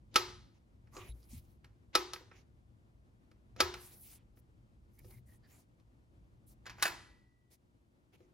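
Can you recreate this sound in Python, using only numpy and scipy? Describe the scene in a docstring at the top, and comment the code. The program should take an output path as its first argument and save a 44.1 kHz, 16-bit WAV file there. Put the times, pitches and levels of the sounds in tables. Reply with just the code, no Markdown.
"""A quiet, hard kitchen: buttons on the metal front of a receiver are pressed, heard from a hand-held stereo microphone.
Latches, a power switch and small finger ticks are short noise bursts that set sine-like modes ringing;
decaying noise bands make the room's echoes. Skin and sleeve rustle as flickering noise and squeak as
resonances fed by random slips. The grip thumps softly, over a low rumble, room air and faint hiss."""
import sys
import numpy as np
from scipy import signal
from scipy.fft import rfft, irfft
from scipy.io import wavfile

SR = 44100
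rng = np.random.default_rng(int(sys.argv[2]) if len(sys.argv) > 2 else 0)


def store_pcm(level_fs):
    """Save levels as 16-bit WAV."""
    pcm = np.round(np.clip(level_fs, -1, 1) * 32767).astype(np.int16)
    wavfile.write(sys.argv[1], SR, np.atleast_2d(pcm).T)


N = 367353  # length [samples]
TRAVEL_S = 0.02  # time kept ahead of each snap for the scrape of the cap [s]

# how alike left and right are in the background: (frequency [Hz], likeness [-1 to 1])
BACKGROUND_LIKENESS = [(30, 0.92), (70, .9), (150, 0.8), (400, .5), (1650, -0.76), (5000, .5),
                       (15000, 0.35)]
# balance of the rumble and air: (frequency [Hz], left minus right [dB])
BACKGROUND_BALANCE = [(60, -0.5), (240, 4), (950, 1.5), (3770, 3), (15000, -1)]


def from_db(db):
    """Turn decibels into a plain gain."""
    return 10 ** (np.asarray(db) / 20)


def rms_one(x):
    """Scale a sound to an average (rms) strength of 1."""
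    return x / np.sqrt(np.mean(x ** 2) + 1e-20)


def in_time(rows):
    """Draw straight lines between timed rows, giving one curve per column."""
    s, *columns = np.transpose(rows)
    return [np.interp(np.arange(N) / SR, s, column) for column in columns]


def at_hz(points, hz):
    """Read a curve at any frequency, with straight lines on a log frequency scale."""
    point_hz, values = np.array(points)[:, 0], np.array(points)[:, 1]
    return np.interp(np.log(hz), np.log(point_hz), values)


def fft_hz(size):
    """Frequencies of a spectrum, kept at 1 Hz or more so their logarithm exists."""
    return np.maximum(np.fft.rfftfreq(size, 1 / SR), 1)


def drift(rate_hz):
    """Slow random wander, spread 1: noise through two equal low-pass steps at the given rate."""
    r = np.exp(-80 * np.pi * rate_hz / SR)  # one slow step lasts 40 samples
    noise = rng.standard_normal(N // 40 + 2002)
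    slow = signal.lfilter([1], [1, -2 * r, r * r], noise)[2000:]
    return np.interp(np.arange(N) / 40, np.arange(len(slow)), rms_one(slow))


def ring(clicks, hz, t60, phase=0.):
    """A unit click sets a sine of height 1 ringing from the given phase, 60 dB weaker after t60 seconds."""
    r, w = from_db(-60 / (t60 * SR)), 2 * np.pi * hz / SR
    start = [np.sin(phase), r * np.sin(w - phase)]
    return signal.lfilter(start, [1, -2 * r * np.cos(w), r * r], clicks + 1e-18)


def coloured(spectrum, likeness, side_db=((20, 0), (20000, 0))):
    """Stereo noise of a given spectrum, left-right likeness and balance; rms 1."""
    hz = fft_hz(N)
    mid, side = rfft(rng.standard_normal((2, N)))
    alike = np.clip(at_hz(likeness, hz), -1, 1)
    pair = np.sqrt(1 + alike) * mid + np.sqrt(1 - alike) * side * [[1], [-1]]
    inside = (hz >= spectrum[0][0]) & (hz <= spectrum[-1][0])
    gain_db = at_hz(spectrum, hz) + at_hz(side_db, hz) * [[.5], [-.5]]
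    return rms_one(irfft(pair * inside * from_db(gain_db), N))


def low_rumble():
    """Deep noise swells as the grip moves."""
    # strength of the rumble: (time [s], level [dB])
    rumble_level = [(0.0, -62.5), (0.37, -57.5), (0.6, -66), (1.14, -57.5), (1.23, -69), (1.37, -50.5),
                    (1.44, -62.5), (3.32, -65), (3.67, -56.5), (3.87, -63), (4.96, -64), (5.06, -56),
                    (5.68, -67), (6.94, -59), (7.38, -72), (8.33, -71.5)]
    # its colour: (frequency [Hz], relative level [dB per Hz])
    bass = [(12, -44.5), (20, -19.5), (36, -10.5), (54, 1.5), (86, -5), (119, -0.5), (150, -14), (205, -14),
            (220, -12), (290, -38.5), (480, -120)]
    return from_db(in_time(rumble_level)[0]) * coloured(bass, BACKGROUND_LIKENESS, BACKGROUND_BALANCE)


def room_air():
    """Steady room noise wavers slightly and sinks once the power is off, then recovers."""
    # strength before the wavering: (time [s], level [dB])
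    air_level = [(0, -71.5), (6, -72), (7.1, -67.5), (7.35, -78), (8.33, -71)]
    # its colour: (frequency [Hz], relative level [dB per Hz])
    air = [(88, -34), (150, -8), (352, -8.5), (387, -16), (647, -18.5), (685, -20.5), (1000, -23),
           (1670, -28), (1980, -30), (5630, -42.5), (14000, -49.5)]
    level_db = in_time(air_level)[0] + 1.2 * drift(11.0)
    return from_db(level_db) * coloured(air, BACKGROUND_LIKENESS, BACKGROUND_BALANCE)


def patchy(x):
    """Half-octave bands swell and sink each in their own time."""
    spread_db, rate_hz = 3.5, 8.3
    spectrum, out = rfft(x), 0
    steps = np.clip(2 * np.log2(fft_hz(N) / 500), 0, 10)  # half octaves above 500 Hz
    for k in range(11):
        share = np.clip(1 - np.abs(steps - k), 0, 1)
        out = out + from_db(spread_db * drift(rate_hz)) * irfft(spectrum * share, N)
    return out


def rustle():
    """Skin and cloth slide in uneven, grainy strokes: a bright hiss over a duller rub."""
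    # strokes, before they flicker: (time [s], length [s], bright hiss [dB], dull rub [dB])
    strokes = [(0.106, 0.065, -96, -68), (0.273, 0.05, -81, -56), (0.527, 0.073, -94.5, -78),
               (0.905, 0.12, -71.5, -67.5), (0.949, 0.19, -68, -61.5), (1.085, 0.25, -74.5, -81),
               (1.278, 0.14, -60.5, -69), (1.332, 0.26, -79.5, -93), (1.927, .03, -98.5, -62),
               (2.293, 0.16, -88, -70), (3.571, 0.039, -92, -60.5), (3.733, 0.29, -58.5, -70),
               (3.97, 0.23, -59, -73), (4.35, 0.064, -74.5, -85), (4.896, 0.18, -80.5, -83.5),
               (5.015, 0.21, -68.5, -74), (5.244, 0.15, -72.5, -82), (5.438, 0.23, -70.5, -74),
               (6.456, 0.1, -70.5, -99.5), (6.754, 0.11, -70, -67), (7.494, 0.078, -70, -75.5),
               (8.116, 0.056, -80.5, -69.5), (8.152, 0.13, -92.5, -80.5)]
    # colour of the bright hiss: (frequency [Hz], relative level [dB per Hz])
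    hiss_colour = [(2000, -20), (4000, -7.5), (7500, -5.5), (11000, 3), (13000, -1), (16000, -1)]
    # colour of the dull rub: (frequency [Hz], relative level [dB per Hz])
    rub_colour = [(150, -13.5), (300, 4.5), (500, -2), (850, -5), (1150, -11), (1600, -13), (2200, -4),
                  (3900, -15), (6900, -11), (9000, -65.5)]
    gains = np.zeros((2, N))
    for s, length, hiss_db, rub_db in strokes:
        size, at = round(length * SR), round(s * SR)
        stroke = from_db([[hiss_db], [rub_db]]) * signal.windows.tukey(size, .75)
        gains[:, at:at + size] += stroke[:, :N - at]
    hiss = gains[0] * coloured(hiss_colour, [(4000, 0.9), (16000, -.2)])
    rub = gains[1] * coloured(rub_colour, [(200, 0.55), (9000, 0.25)])
    grain = from_db(0.7 * drift(60) + 1.2 * drift(24))
    return grain * patchy(hiss + rub)


def crack(lows_db, mids_db, treble_db, decay_ms, size):
    """The cap scrapes in, the latch lets go: a contact, a dense dry burst, then a fainter, slower rattle; close and far."""
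    # shared colour of the snaps: (frequency [Hz], relative level [dB per Hz])
    crack_colour = [(100, -43.5), (200, -20), (400, -8), (900, -12.5), (1400, -8), (2500, -11),
                    (4500, -4.5), (6000, -10), (8000, -24.5), (11000, -20), (16000, -29)]
    hz = fft_hz(size)
    t_ms = (np.arange(size) / SR - TRAVEL_S) * 1000
    after = np.maximum(t_ms, 0)  # time since the snap [ms]
    tilt_db = at_hz([(500, lows_db + 15.0), (900, 0.011), (2500, 0.0022), (3500, mids_db + 6.0),
                     (6000, mids_db + 6.5), (8000, treble_db + 19.0)], hz)
    colour = from_db(at_hz(crack_colour, hz) + tilt_db)

    dying = np.exp(-after / max(decay_ms, .3)) + 0.25 * np.exp(-after / 0.41)
    swell = (1 - np.exp(-after / .5)) * dying
    noise = irfft(rfft(rng.standard_normal(size)) * colour, size)
    noise *= np.sqrt(np.sum(swell ** 2) / np.sum((noise * swell) ** 2)) / 2

    dull = irfft(rfft(noise) / (1 + (hz / 4000) ** 2), size)
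    scrape = dull * 0.15 * np.exp(-np.abs(t_ms) / 5.9)  # swells up to the snap, then dies
    softer = irfft(rfft(noise) / (1 + (hz / 8000) ** 4), size)
    rattle = softer * (t_ms > 0) * 0.093 * np.exp(-after / max(11.0 * decay_ms, 1))
    without_lows = colour * hz ** 2 / (hz ** 2 + 1500 ** 2)
    contact = irfft(without_lows * np.exp(-2j * np.pi * hz * (TRAVEL_S + .0008)), size)  # one click, 0.8 ms late
    burst = noise * swell + scrape + rattle + 0.74 * contact / contact.max()

    # the room answers a plain click with the burst's smooth colour and equal energy
    far = irfft(colour * np.exp(-2j * np.pi * hz * TRAVEL_S), size)
    return burst, far * np.sqrt(np.sum(burst ** 2) / np.sum(far ** 2))


def strike(events, modes, treble_under_db, ring_db, decay_ms, room_db, ring_share):
    """Every snap cracks and rings the given modes; returns the close sound and what goes to the room."""
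    near, sent, size = np.zeros(N), np.zeros(N), 3 * SR // 4
    for s, level_db, lows_db, bright_db in events:
        burst, far = crack(lows_db, bright_db, bright_db - treble_under_db, decay_ms, size)
        push, rings = np.zeros(size), 0
        push[round((TRAVEL_S + .0006) * SR)] = 1
        for hz, mode_db, t60 in modes:
            mode_db += lows_db + 15.0 if hz < 700 else ring_db
            phase = rng.uniform(0, 2 * np.pi)
            rings = rings + from_db(mode_db - 9.0) * ring(push, hz, t60 * ring_share, phase)
        at = round((s - TRAVEL_S) * SR)
        near[at:at + size] += from_db(level_db) * (burst + rings)[:N - at]
        # only part of the panel's ring reaches the room
        sent[at:at + size] += from_db(level_db + room_db) * (far + 0.74 * rings)[:N - at]
    return np.array([near, sent])


def buttons():
    """Contacts ring the metal; two close microphone ports hear them, and a copy is sent to the room."""
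    # Each list of contacts: (time [s], level [dB], lows [dB], brightness [dB]), the last two relative.
    # fingers touch and leave the preset buttons
    ticks = [(0.1421, -42, -15, 6), (0.8724, -63, -13.5, -26), (0.9662, -41, -6.5, -13),
             (1.6441, -50, -22, -15.5), (2.134, -30, -25.5, -6.5), (2.161, -41.5, -22.5, -21.5),
             (2.2095, -62, 3, -15.5), (2.3143, -48.5, -17, -48.5), (3.3137, -59.5, -11.5, -15),
             (3.563, -47.5, -10, -16.5), (3.7399, -34, -21.5, -16), (4.372, -63, -8.5, -25),
             (4.9887, -72, -7, -2.5), (5.0456, -56.5, -0.5, -13), (5.108, -59.5, -24, -8.5),
             (5.7987, -68, -15.5, -8), (8.2049, -62.5, 1.5, -24)]
    # preset latches letting go
    latches = [(0.158, -12, -21.5, -7.5), (1.952, -13.5, -19, -8), (3.6036, -13, -17.5, -8)]
    # finger working the power switch in
    presses = [(6.656, -48.5, -24, -15.5), (6.6644, -40, -21, -18), (6.6959, -42.5, -34, -14.5),
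               (6.783, -49, -9, -35), (6.797, -49, -16, -16)]
    # power switch going over and landing
    clunks = [(6.8251, -16, -33, -9.5), (6.8538, -22, -19.5, -21), (6.866, -29, -23, -15.5),
              (6.878, -32.5, -20, -13)]
    # Modes, ring times before each kind's factor: (frequency [Hz], relative level [dB], 60 dB ring time [s])
    # front panel
    panel = [(323, -4.5, 0.041), (358.7, -10.5, 0.31), (388, -13, .2), (500, -3.5, .06), (848, -7, 0.081),
             (1195, -5.5, 0.11), (1297, 4, 0.075), (1660, -11, 0.043), (2166, -8, 0.07), (2466, -9, 0.09),
             (4040, -2, 0.048), (4347, -5.5, 0.018), (5380, 0.5, 0.037), (10870, -15, .025)]
    # power switch
    switch = [(344, -15, .15), (364, -13, 0.17), (830, -7, 0.061), (1200, -1, 0.08), (1504, 3, 0.061),
              (1681, 3, 0.078), (1940, -5.5, 0.094), (1950, -28.5, 0.91), (1990, -30.5, 0.71),
              (2560, -1, 0.056), (4780, -2, 0.046), (6900, 5.5, 0.015)]
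    # Kinds of contact: (treble under the bright mids [dB], ring [dB], decay [ms], room [dB], ring time factor)
    # latch letting go
    latch = (9.5, -3, 6.5, -12, 1.1)
    # finger tick
    tick = (8.5, -10, 5.5, -10.5, 1.04)
    # power switch landing
    clunk = (1.5, -10, 7.5, -11, 1.58)
    # finger on the power switch
    press = (12.5, -8.5, 13.5, -10, 1.6)
    # balance at the ports: (frequency [Hz], left minus right [dB])
    panel_balance = [(60, -0.5), (110, 2.5), (200, 3.5), (380, 1), (700, 0.5), (1290, -5), (2380, 0),
                     (4400, 4.5), (8120, 1.5), (15000, 0.5)]
    # timing at the ports: (frequency [Hz], phase by which left leads [radians])
    panel_lead = [(60, .3), (250, .6), (600, .8), (1300, 1.15), (2200, .9), (3500, -.9), (7300, -1.3),
                  (10500, -1.8), (16000, -2.1)]
    near, sent = (strike(ticks, panel, *tick) + strike(latches, panel, *latch)
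                  + strike(presses, switch, *press) + strike(clunks, switch, *clunk))
    hz, half = fft_hz(N), np.array([[.5], [-.5]])
    ports = from_db(at_hz(panel_balance, hz) * half) * np.exp(1j * at_hz(panel_lead, hz) * half)
    return irfft(rfft(near) * ports, N), sent


def kitchen(x):
    """Dense echoes: octave bands of noise dying at their own rate, the lows shared by the two sides."""
    # how long echoes last: (frequency [Hz], time to fall 60 dB [s])
    room_t60 = [(200, .45), (500, .43), (1200, .47), (3000, .5), (6000, .45), (12000, .23)]
    # colour of the echoes: (frequency [Hz], relative level [dB])
    room_colour = [(200, -7.5), (500, 8), (1200, 3), (3000, -1.5), (6000, -1.5), (12000, 4)]
    # how alike the two sides are: (frequency [Hz], likeness [0 to 1])
    room_likeness = [(200, 1), (700, 0.88), (2000, 0.034), (8000, 0.18)]
    t = np.arange(SR) / SR
    shared, own = rng.standard_normal(SR), rng.standard_normal((2, SR))
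    echo = 0
    for low in 140 * 2. ** np.arange(7):
        hz = low * np.sqrt(2)  # middle of the octave
        alike = np.clip(at_hz(room_likeness, hz), 0, 1)
        white = np.sqrt(alike) * shared + np.sqrt(1 - alike) * own
        octave = signal.butter(2, [low, 2 * low], "band", fs=SR, output="sos")
        fade_db = at_hz(room_colour, hz) - 60 * t / at_hz(room_t60, hz)
        echo = echo + signal.sosfilt(octave, white) * from_db(fade_db)
    echo = echo * np.clip(t / 0.0053, 0, 1)  # the first walls answer after a few ms
    echo = echo / np.sqrt(np.sum(echo ** 2) / 2)
    return signal.fftconvolve(x[None], echo, axes=1)[:, :N]


def creaks():
    """Skin drags and squeaks: dense uneven slips, each ringing one resonance."""
    slips_per_s = 2200
    # squeaks, level before the fade: (time [s], length [s], pitch [Hz], width [Hz], level [dB])
    squeaks = [(0.921, 0.14, 1135, 147, -57), (0.928, 0.081, 6660, 600, -61), (0.965, .12, 2300, 250, -90),
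               (0.978, 0.068, 3800, 200, -69.5), (1.082, 0.049, 3840, 149, -66),
               (1.073, 0.055, 10600, 200, -64), (1.216, 0.037, 5000, 705, -73),
               (2.333, 0.07, 2170, 250, -71), (4.034, 0.21, 2900, 1770, -74.5),
               (4.973, 0.045, 2250, 150, -72), (4.983, 0.018, 4700, 150, -84.5),
               (4.986, .012, 12100, 3000, -61), (5.096, 0.1, 2110, 110, -71),
               (5.255, 0.12, 1900, 70, -76.5), (5.427, 0.059, 1760, 200, -73.5),
               (5.423, 0.056, 4600, 500, -78), (5.486, 0.11, 2250, 300, -80),
               (5.492, 0.096, 7200, 400, -73.5)]
    out = np.zeros(N)
    for s, length, hz, width_hz, level_db in squeaks:
        size, at = round(length * SR), round(s * SR)
        slips = (rng.random(SR // 4) < slips_per_s / SR) * rng.standard_normal(SR // 4)
        t60 = np.log(1000) / (np.pi * width_hz)  # a narrow resonance rings longer
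        sound = rms_one(ring(slips, hz, t60)[:size])
        out[at:at + size] += from_db(level_db) * sound * np.sqrt(np.hanning(size))
    return out


def thumps():
    """The grip shifts: soft pushes set the microphone body swinging at a low pitch."""
    cycles = 10  # swings in which each of the two rings falls 60 dB
    # grip thumps: (time [s], relative level [dB], pitch [Hz])
    grip_thumps = [(0.998, -48.5, 104), (1.089, -42.5, 56.8), (1.33, -46.5, 236), (1.345, -49.5, 80.7),
                   (1.97, -53, 59.35), (3.621, -45.5, 79.3), (5.048, -54.5, 109), (8.168, -65.5, 87)]
    out = np.zeros(N)
    for s, level_db, hz in grip_thumps:
        push, t60 = np.zeros(N), cycles / hz
        push[round(s * SR)] = from_db(level_db + 9.5) * np.log(1000) / (t60 * SR)
        out += ring(ring(push, hz, t60), hz, t60) * 2  # one ring feeds another: swells, then dies
    return out


def scene():
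    """Add the buttons, their echoes, the hand noises and the background."""
    background = low_rumble() + room_air()
    strokes = rustle()
    direct, sent = buttons()
    # squeaks lean to the right, thumps slightly to the left
    grip = creaks() * from_db([[-1.5], [1.5]]) + thumps() * from_db([[.7], [-.7]])
    return direct + kitchen(sent) + strokes + grip + background


def record(dry):
    """The microphone adds its faint hiss; the top is cut steeply."""
    hiss_db, cutoff_hz = -91, 16800
    # colour of the microphone hiss: (frequency [Hz], relative level [dB per Hz])
    self_noise = [(700, -6), (2000, -2), (6000, -4.5), (12500, -9.5)]
    dry = dry + from_db(hiss_db) * coloured(self_noise, BACKGROUND_LIKENESS)
    return signal.sosfilt(signal.cheby2(14, 70, cutoff_hz, fs=SR, output="sos"), dry)


dry = scene()
out = record(dry)
store_pcm(out)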